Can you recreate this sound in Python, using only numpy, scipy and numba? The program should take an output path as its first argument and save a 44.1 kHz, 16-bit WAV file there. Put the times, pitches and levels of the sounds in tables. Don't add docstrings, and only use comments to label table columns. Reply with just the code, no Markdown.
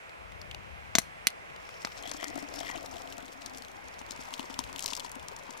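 import sys
import numpy as np
from scipy import signal
from scipy.fft import rfft, irfft
from scipy.io import wavfile
from scipy.ndimage import uniform_filter1d
from numba import njit

SR = 44100
rng = np.random.default_rng(int(sys.argv[2]) if len(sys.argv) > 2 else 0)


def put_to_file(sound):
    columns = np.atleast_2d(sound).T
    safe = np.clip(columns, -1, 1)
    whole_steps = np.round(safe * 32767)
    wavfile.write(sys.argv[1], SR, whole_steps.astype(np.int16))


N = 246959


def undb(db):
    return 10 ** (np.asarray(db) / 20)


def unit(x):
    return x / np.sqrt(np.mean(x ** 2))


def peak(x, db):
    return x * undb(db) / np.max(np.abs(x))


def curves(table, before_db=None):
    s, *columns = np.transpose(table)
    return [np.interp(np.arange(N) / SR, s, c, left=before_db) for c in columns]


@njit
def sweep(x, hz, width):
    y, low_state, band_state = np.empty(len(x)), 0., 0.
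    for i in range(len(x)):
        g, k = np.tan(np.pi * hz[i] / SR), width[i] / hz[i]
        v = (band_state + g * (x[i] - low_state)) / (1 + g * (g + k))
        band_state = 2 * v - band_state
        low_state += 2 * g * v
        y[i] = k * v
    return y


def band(x, hz, width_hz):
    if np.ndim(hz):
        return sweep(x + 1e-18, hz, np.abs(width_hz + 0 * hz) + 1)
    hz = np.clip(hz, 20, .45 * SR)
    g = np.tan(np.pi * hz / SR)
    kg = g * abs(width_hz) / hz
    return signal.lfilter([kg, 0, -kg], [1 + kg + g * g, 2 * (g * g - 1), 1 - kg + g * g], x)


def twice(x, hz, width_hz):
    return band(band(x, hz, width_hz), hz, width_hz)


def walk(rate):
    k = int(SR / rate)
    steps = np.repeat(rng.standard_normal(N // k + 1), k)
    return 1.43 * uniform_filter1d(uniform_filter1d(steps, k), k)[:N]


def crackle(rate, spread_db, smear_s):
    sizes = undb(spread_db * rng.exponential(size=N).clip(0, 4))
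    hits = (rng.random(N) < rate / SR) * sizes
    tail = np.exp(-1 / (smear_s * SR))
    return unit(signal.lfilter([1], [1, -tail], hits) * rng.standard_normal(N))


def burst(t60, rise_s, size):
    t = np.arange(size) / SR
    decay = np.exp(-np.log(1000) * t / max(t60, .001))
    return rng.standard_normal(size) * decay * np.minimum(t / max(rise_s, 1e-5), 1) ** 2


@njit
def ring_all(start, hz, cycles, size, glide, n):
    out = np.zeros(n)
    for k in range(len(start)):
        life = int(cycles[k] * SR / hz[k])
        phase = 0.
        for i in range(min(5 * life, n - start[k])):
            phase += 2 * np.pi * hz[k] * (1 + glide * i / life) / SR
            out[start[k] + i] += size[k] * np.exp(-i / life) * np.sin(phase)
    return out


def droplets(count, hz, octaves, cycles, spread_db, glide, clump):
    place, loud = rng.random((count, 2)).T
    pitch, long = rng.standard_normal((count, 2)).T
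    start = (place * N).astype(np.int64)
    size = undb(-spread_db * np.log(loud.clip(.02, 1)) + clump * walk(60)[start])
    bubble_hz = (hz * 2 ** (octaves * pitch)).clip(300, 14000)
    return unit(ring_all(start, bubble_hz, cycles * 2 ** (.5 * long), size, glide, N))


def ports(x, pan_db, lag_ms):
    turn = np.exp(-1j * np.pi * np.fft.rfftfreq(len(x), 1 / SR) * lag_ms / 1000)
    f = rfft(x)
    left = irfft(f * turn, len(x)) * undb(pan_db / 2)
    right = irfft(f / turn, len(x)) * undb(-pan_db / 2)
    return np.array([left, right])


def add(out, s, x):
    i = int(s * SR)
    n = min(x.shape[-1], N - i)
    out[..., i:i + n] += x[..., :n]


# frequency in Hz, relative level in dB per Hz.
RIVER_COLOUR = [(59, -30), (100, 0), (143, -23), (206, -6.5), (283, -10.5), (535, 1.5), (608, 0.5),
                (1100, -2), (1870, -6), (2080, -7.5), (2580, -12.5), (3150, -16.5), (3700, -23),
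                (5770, -25), (13200, -33.5), (16000, -34)]
RIVER_DB = -45


def river():
    out, (hz_at, db_at) = 0, np.transpose(RIVER_COLOUR)
    for hz in 100 * 2 ** np.arange(0, 7.4, 1 / 3):
        mid, side = (twice(rng.standard_normal(N), hz, hz / 3) for _ in range(2))
        db = np.interp(np.log(hz), np.log(hz_at), db_at) + 1.0 * walk(7.5)
        apart = np.clip(hz / 3500, .4, 1)
        out = out + undb(db) * (mid + apart * side * np.array([[1], [-1]]))
    pan_db = np.array([[-1.5], [1.5]])
    return unit(out) * undb(RIVER_DB + 0.84 * walk(1.26) + pan_db)


# time in seconds, rumble level in dB before a small random wavering.
GUSTS = [(0.0, -57.5), (0.5, -46), (0.6, -49), (0.95, -48.5), (1.4, -60), (1.52, -54.5), (1.65, -57.5),
         (2.9, -50.5), (3.0, -58), (3.8, -57), (4.2, -55.5), (4.33, -59), (4.66, -48.5), (4.78, -57),
         (5.13, -54), (5.6, -63)]
FLUTTER_DB = -62.5


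def wind():
    rumble_db, = curves(GUSTS)
    gust = rng.standard_normal(N) + .5 * rng.standard_normal((2, N))
    rumble = np.array([unit(band(band(g, 63, 67), 69, 99)) for g in gust])
    flutter = np.array([unit(band(band(g, 139.5, 50), 139, 82)) for g in gust])
    flutter_db = FLUTTER_DB + 1.14 * walk(3.05)
    return undb(1.2 * walk(6.2)) * (undb(rumble_db) * rumble + undb(flutter_db) * flutter)


# start in seconds, peak in dB, centre in Hz,
# level of the lower body in dB relative to that peak.
HANDLING = [(0.094, -42.5, 2040, -5), (0.3203, -43, 2050, -6), (0.415, -34, 4700, -25),
            (0.5121, -29.5, 2920, -35), (0.5464, -30.5, 2650, -2), (1.5005, -39.5, 1940, -20),
            (1.562, -44, 2940, 6), (1.6907, -49, 1910, 16.5), (1.741, -47.5, 2140, 8.5),
            (1.8716, -41.5, 2080, 13.5), (1.92, -38.5, 2140, -3)]


def ticks():
    out = np.zeros(N)
    for s, db, hz, body_db in HANDLING:
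        tick = burst(0.016, 0.00017, size=1024)
        bright = peak(band(tick, hz, 0.28 * hz), db)
        body = peak(band(tick, 820, 600), db + body_db)
        add(out, s, bright + body)
    return ports(out, 7.0, .1)


# start in seconds, peak of the main layer in dB, thud in dB relative to it,
# treble in dB relative to it, rattle's 60 dB decay in seconds, left minus right level in dB,
# rattle in dB relative to the push, contact time scale in milliseconds.
KNOCK_HITS = [(0.9527, -2.5, -2.5, -51, 0.027, 2, -5, 0.042), (0.9844, -3, -5, -12, 0.028, 5.5, -13, 0.063),
              (1.2698, -2.5, -12, -4, 0.013, -5, 0.5, 0.04),
              (1.8486, -16.5, -1.3, -42, 0.014, 0.5, 1, 0.14)]
# delay in seconds, level in dB.
ECHOES = [(.0065, -14), (0.0151, -23), (0.033, -28)]
# frequency in Hz, decay setting in seconds (longer makes a narrower band),
# level in dB before the modes are mixed with the thud and crack.
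LID_MODES = [(240, 0.021, 8.5), (677, 0.032, 3.5), (1100, 0.008, 7), (1560, 0.013, -7.5), (2060, 0.02, -2),
             (4220, 0.014, -0.5), (5900, 0.0025, 8.5)]
KNOCK_LAG_MS = 0.11


def knocks():
    out, t = np.zeros((2, N)), np.arange(8192) / SR
    for s, db, thud_db, treble_db, t60, pan_db, rattle_db, contact_ms in KNOCK_HITS:
        push = -np.exp(-((t - .0003) * 1000 / contact_ms) ** 2)
        rattle = burst(t60, 0.00044, size=len(t))
        rattle = rattle + undb(-30.5) * burst(9.1 * t60, 0.00077, size=len(t))
        metal = peak(band(twice(rattle, 3860, 5400), 3740, 5700), rattle_db)
        crack = peak(band(push, 3800, 9800), 0) + metal
        struck = push + 0.36 * rattle
        modes = [undb(g) * peak(band(struck, f, 3.3 / decay), 0) for f, decay, g in LID_MODES]
        thud = peak(band(push, 310, 1500), 0) + .5 * sum(modes[:3])
        treble = twice(push + 1.0 * rattle, 8070, 8200)
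        hit = peak(thud, db + thud_db) + peak(crack + 0.26 * sum(modes[3:]), db)
        hit = hit + peak(treble, db + treble_db)
        add(out, s, ports(hit, pan_db, KNOCK_LAG_MS))
        jingle = [twice(burst(t60, 0.00059, size=len(t)), 8700, 6300) for _ in range(2)]
        add(out, s, peak(np.array(jingle), db + 1.15 * treble_db - 0.5))
        for (delay, g), side in zip(ECHOES, (-1, 1, -1)):
            echo = ports(band(hit, 3500, 14000), 1.5, .1 + 0.069 * side)
            add(out, s + delay, undb(g) * echo)
    return out


# time in seconds, spray level in dB.
STREAM = [(1.6, -63), (2.0, -59), (2.2, -59), (2.45, -61), (2.64, -54), (2.8, -58), (3.3, -63),
          (3.6, -61.5), (3.89, -67.5), (4.38, -58), (4.72, -60.5), (4.8, -52), (5.0, -54.5), (5.1, -64),
          (5.6, -63)]
LANDING_S = 1.95


def spray_level():
    return curves(STREAM, before_db=-120)[0]


# start in seconds, peak of the body in dB, centre in Hz,
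# fizz in dB relative to that peak.
LOUD_SPATTERS = [(2.0242, -37, 6010, -22), (2.0348, -35, 3350, -27), (2.0547, -36, 3330, -25),
                 (2.0734, -32, 3400, -29), (2.093, -34, 3380, -15), (2.1141, -23.5, 5420, -28),
                 (2.1355, -37, 5350, -18), (2.166, -39, 5210, -24), (2.1994, -40, 3100, -28),
                 (2.207, -37, 3050, -29), (2.2223, -35, 3080, -29), (2.2284, -33.5, 2960, -18),
                 (2.2415, -25, 6360, -11), (2.2812, -30, 6210, -25), (2.3006, -37.5, 4900, -25),
                 (2.3555, -31.5, 7110, -21), (2.376, -34.5, 6140, -19), (2.3894, -36, 7160, -16),
                 (2.4244, -36.5, 7040, -22), (2.4878, -38.5, 5200, -21), (2.539, -29.5, 5200, -29),
                 (2.5584, -39, 5300, -24), (2.5883, -35, 5490, -18), (2.602, -38, 3070, -23),
                 (2.6025, -31, 3350, -15), (2.6314, -38, 3230, -18), (2.6498, -39, 3210, -23),
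                 (2.6579, -37, 3170, -22), (2.6798, -34, 3260, -25), (2.691, -36, 5210, -18),
                 (2.712, -32, 4740, -28), (2.7614, -37, 3050, -26), (2.7764, -35.5, 3330, -15),
                 (2.8593, -34, 4350, -12), (2.9378, -40, 3040, -18), (2.967, -35, 3390, -22),
                 (2.9814, -39, 3220, -21), (3.0736, -37.5, 3350, -20), (3.1232, -30.5, 3380, -26),
                 (3.1802, -34, 5990, -14), (3.224, -39, 3360, -19), (3.247, -44, 3370, -19),
                 (3.262, -39, 5020, -22), (3.28, -38.5, 3250, -21), (3.4183, -37, 3270, -24),
                 (3.46, -29.5, 6930, -20), (3.5458, -39.5, 3600, -15), (3.573, -34, 6150, -20),
                 (3.5824, -33, 6940, -25), (3.621, -33, 4280, -22), (3.6476, -36, 3450, -18),
                 (3.8828, -40, 5720, -26), (3.9906, -36.5, 7920, -25), (4.0138, -46, 3110, -19),
                 (4.063, -40.5, 4710, -15), (4.1077, -26.5, 4860, -23), (4.1177, -34, 4690, -20),
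                 (4.1618, -35.5, 5080, -26), (4.2235, -40.5, 2940, -19), (4.3054, -41, 4580, -9),
                 (4.338, -23.5, 3320, -26), (4.377, -39, 3170, -8), (4.3939, -27, 3270, -23),
                 (4.404, -34, 3140, -17), (4.4995, -39, 5260, -19), (4.5408, -32, 3240, -8),
                 (4.59, -18, 5200, -15), (4.5984, -36, 3000, -14), (4.6384, -30.5, 3300, -36),
                 (4.6887, -41, 2900, -19), (4.7276, -34, 5200, 1), (4.76, -25, 3340, -21),
                 (4.7843, -31, 3120, -14), (4.7925, -28, 2980, 7), (4.8239, -24.5, 5630, -28),
                 (4.835, -29, 6130, -20), (4.8414, -24, 5810, -29), (4.8589, -15.5, 4400, -39),
                 (4.8782, -27, 4600, -29), (4.8842, -30, 2900, -24), (4.9028, -29.5, 5300, -18),
                 (4.9329, -22, 3460, -28), (4.9504, -26.5, 5350, -23), (4.9653, -26.5, 5390, -18),
                 (4.9724, -32, 4630, -16), (4.9957, -26.5, 4100, -3), (5.0017, -28, 3140, -17),
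                 (5.0454, -32, 4100, -28), (5.0624, -36, 3000, -18), (5.094, -39.5, 6000, -4),
                 (5.1157, -35, 7520, 7), (5.154, -40, 2910, 8), (5.1955, -38.5, 3300, -15),
                 (5.2835, -28, 5950, -29), (5.3637, -33, 6570, -27), (5.425, -44, 3020, -12),
                 (5.507, -33, 5930, -24), (5.5356, -41, 3190, -12), (5.5744, -36.5, 7410, -18)]
SPATTER_T60_S, EDGE_DB = 0.0099, -2
THROWN_DB, THROWN_S = -17, 0.0047
SMALL_DB, SMALL_SPREAD_DB, SMALL_HZ, SMALL_OCTAVES, SMALL_FIZZ_DB = 16.5, 2, 4900, 0.83, -12


def lesser_spatters(spray_db, count):
    when, size, pitch, top = rng.random((count, 4)).T
    when = LANDING_S + when * ((N - 1) / SR - LANDING_S)
    db = spray_db[(when * SR).astype(int)] + SMALL_DB - SMALL_SPREAD_DB * np.log(size.clip(.05, 1))
    hz = SMALL_HZ * 2 ** (SMALL_OCTAVES * (2 * pitch - 1))
    return zip(when, db, hz, SMALL_FIZZ_DB + 16 * (top - .5))


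def spatters(spray_db):
    splash, thrown = np.zeros((2, N))
    t = np.arange(2048) / SR
    for s, db, hz, fizz_db in [*LOUD_SPATTERS, *lesser_spatters(spray_db, count=95)]:
        drop = burst(SPATTER_T60_S * 2 ** rng.uniform(-1.0, 0.52), 0.0022, size=768)
        drop[60] += 2.2
        body = peak(twice(drop, hz, hz * hz / 6500), db)
        edge = peak(twice(drop, 6670, 5000), db + EDGE_DB)
        fizz = peak(twice(drop, 8400, 7500), db + fizz_db)
        add(splash, s, body + edge + fizz)
        add(thrown, s, undb(db + THROWN_DB) * np.exp(-t / THROWN_S))
    return splash, thrown


# frequency in Hz, width in Hz,
# level in dB at landing, around which it wavers before fading.
HIGH_MODE = (5380, 220, 1.65)
HIGH_MODE_FADE_DB_PER_S = 3.5
FIZZ_DB = -13


def spray():
    hz, width_hz, level_db = HIGH_MODE
    bubbles = droplets(count=14000, hz=5930, octaves=0.37, cycles=1.6, spread_db=3.5, glide=0.035, clump=3.7)
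    fizz = unit(twice(crackle(900, 1.9, 0.005), 14200, 5300))
    fade_db = HIGH_MODE_FADE_DB_PER_S * (np.arange(N) / SR - LANDING_S)
    sizzle = undb(level_db + 2.3 * walk(5.75) - fade_db) * band(bubbles, hz, width_hz)
    return bubbles + sizzle + undb(FIZZ_DB) * fizz


def scatter():
    return np.array([droplets(count=8000, hz=5240, octaves=0.54, cycles=1.7, spread_db=5.5,
                              glide=0.024, clump=1.8) for _ in range(2)])


def slap_ring(slap, hz, width_hz):
    return band(slap, hz, width_hz) * SR / (2 * np.pi * width_hz)


# time in seconds, wall frequency in Hz,
# air column frequency in Hz, air column width in Hz.
MUG_PITCH = [(1.95, 287, 695, 53.6), (2.6, 284, 689, 45), (3.4, 264.5, 697, 50), (4.2, 253.6, 924, 204),
             (4.9, 269.5, 970, 157), (5.6, 243, 940, 150)]
# time in seconds, wall hum in dB, air column in dB.
MUG_DRIVE = [(1.95, -69, -54), (2.35, -46, -55.5), (2.65, -56.5, -48.5), (3.5, -55, -56),
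             (3.95, -65, -57.5), (4.5, -58, -55), (5.05, -58.5, -54.5), (5.25, -75, -55), (5.6, -58, -54)]
# start in seconds, wall peak in dB,
# air column peak in dB, broad smack peak in dB.
SLAPS = [(2.04, -56, -39, -44), (2.055, -55, -34.5, -55), (2.076, -37, -52, -44), (2.115, -42, -49, -28),
         (2.145, -36.5, -39, -32), (2.227, -54, -53, -27), (2.24, -41, -40, -27), (2.306, -37, -37, -41),
         (2.359, -33.5, -34.5, -33), (2.377, -38, -35, -32), (2.428, -37, -54, -44), (2.539, -53, -37, -41),
         (2.583, -36, -39, -41), (2.608, -37, -32, -30), (2.63, -55, -43, -30), (2.698, -39, -50, -28),
         (2.752, -38, -33, -50), (2.961, -40, -35.5, -47), (3.183, -40, -39, -40), (3.229, -38, -52, -57),
         (4.013, -40, -35, -40), (4.108, -39, -54, -51), (4.191, -38, -36, -39), (4.394, -30.5, -28, -30),
         (4.5, -34.5, -31, -48), (4.59, -30.5, -19.5, -33), (4.696, -44, -32.5, -46),
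         (4.849, -50, -30.5, -48), (4.924, -38.5, -29, -39), (5.048, -44, -29, -47), (5.164, -35, -39, -40),
         (5.492, -37.5, -32.5, -52)]
SLAP_WIDTH_HZ, AIR_NARROWING = 40, .66
GURGLE_DB = 1


def mug():
    wall_db, air_db = curves(MUG_DRIVE, before_db=-120)
    wall_hz, air_hz, air_width_hz = curves(MUG_PITCH)
    wall_slap, air_slap, smack = np.zeros((3, N))
    for s, db, column_db, smack_db in SLAPS:
        add(wall_slap, s, -undb(db) * np.hanning(32) / np.hanning(32).sum())
        add(air_slap, s, -undb(column_db) * np.hanning(16) / np.hanning(16).sum())
        add(smack, s, peak(twice(burst(0.014, 0.0018, size=1024), 720, 1450), smack_db))
    lumps = crackle(300, 1.5, .004)
    wall = undb(wall_db) * unit(band(lumps, wall_hz, 13))
    wall = wall + slap_ring(wall_slap, wall_hz, SLAP_WIDTH_HZ)
    air = undb(air_db) * unit(band(lumps, air_hz, air_width_hz))
    air = air + slap_ring(air_slap, air_hz, AIR_NARROWING * air_width_hz)
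    bubbles = droplets(count=2500, hz=816, octaves=0.613, cycles=3.05, spread_db=2.5, glide=.05, clump=2.4)
    return wall + air + smack + undb(air_db + GURGLE_DB) * bubbles


# frequency in Hz, filter width in Hz.
ACROSS_MODES = [(1980, 310), (3200, 420)]
# time of the height in seconds, lower mode in dB, upper mode in dB.
SURGES = [(2.06, -53, -49), (2.205, -56, -51), (2.235, -43.5, -60), (2.3, -49, -71), (2.386, -48, -60),
          (2.62, -54, -52), (2.69, -38.5, -52), (2.765, -58, -57)]
SURGE_RISE_S, SURGE_FALL_S = 0.024, .03


def cross_air():
    t, patter, out = np.arange(N) / SR, crackle(420, 0.91, 0.0029), 0
    tones = [unit(twice(patter, hz, width_hz)) for hz, width_hz in ACROSS_MODES]
    for s, *levels in SURGES:
        surge = np.exp(np.minimum((t - s) / SURGE_RISE_S, (s - t) / SURGE_FALL_S))
        out = out + surge * sum(undb(db) * tone for tone, db in zip(tones, levels))
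    return out


SCATTER_DB = -11


def pour():
    spray_db = spray_level()
    splash, thrown = spatters(spray_db)
    spray_gain = undb(spray_db) + thrown
    splash = splash + spray_gain * spray()
    scattered = spray_gain * undb(SCATTER_DB) * scatter()
    return ports(splash + cross_air(), 8.08, -0.11) + ports(mug(), 7.8, -0.15) + scattered


def scene():
    return river() + wind() + ticks() + knocks() + pour()


# frequency in Hz, width in Hz, boost in dB.
RIGHT_CAVITY = (2380, 750, 8.22)
RIGHT_BASS_HZ, RIGHT_DB = 343, -6.5
RIGHT_LEAK_DB = -14.5
MIC_ROLL_HZ, TOP_HZ = 14300, 16500


def record(dry):
    hz, width_hz, db = RIGHT_CAVITY
    bass_cut = signal.butter(1, RIGHT_BASS_HZ, "high", fs=SR)
    right = signal.lfilter(*bass_cut, dry[1]) + undb(RIGHT_LEAK_DB) * dry[1]
    right = -undb(RIGHT_DB) * (right + (undb(db) - 1) * band(right, hz, width_hz))
    both = signal.lfilter(*signal.butter(2, MIC_ROLL_HZ, fs=SR), np.array([dry[0], right]))
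    steep = signal.ellip(12, .2, 100, TOP_HZ, fs=SR, output="sos")
    return signal.sosfilt(steep, np.clip(both, -1, 1))


dry = scene()
out = record(dry)
put_to_file(out)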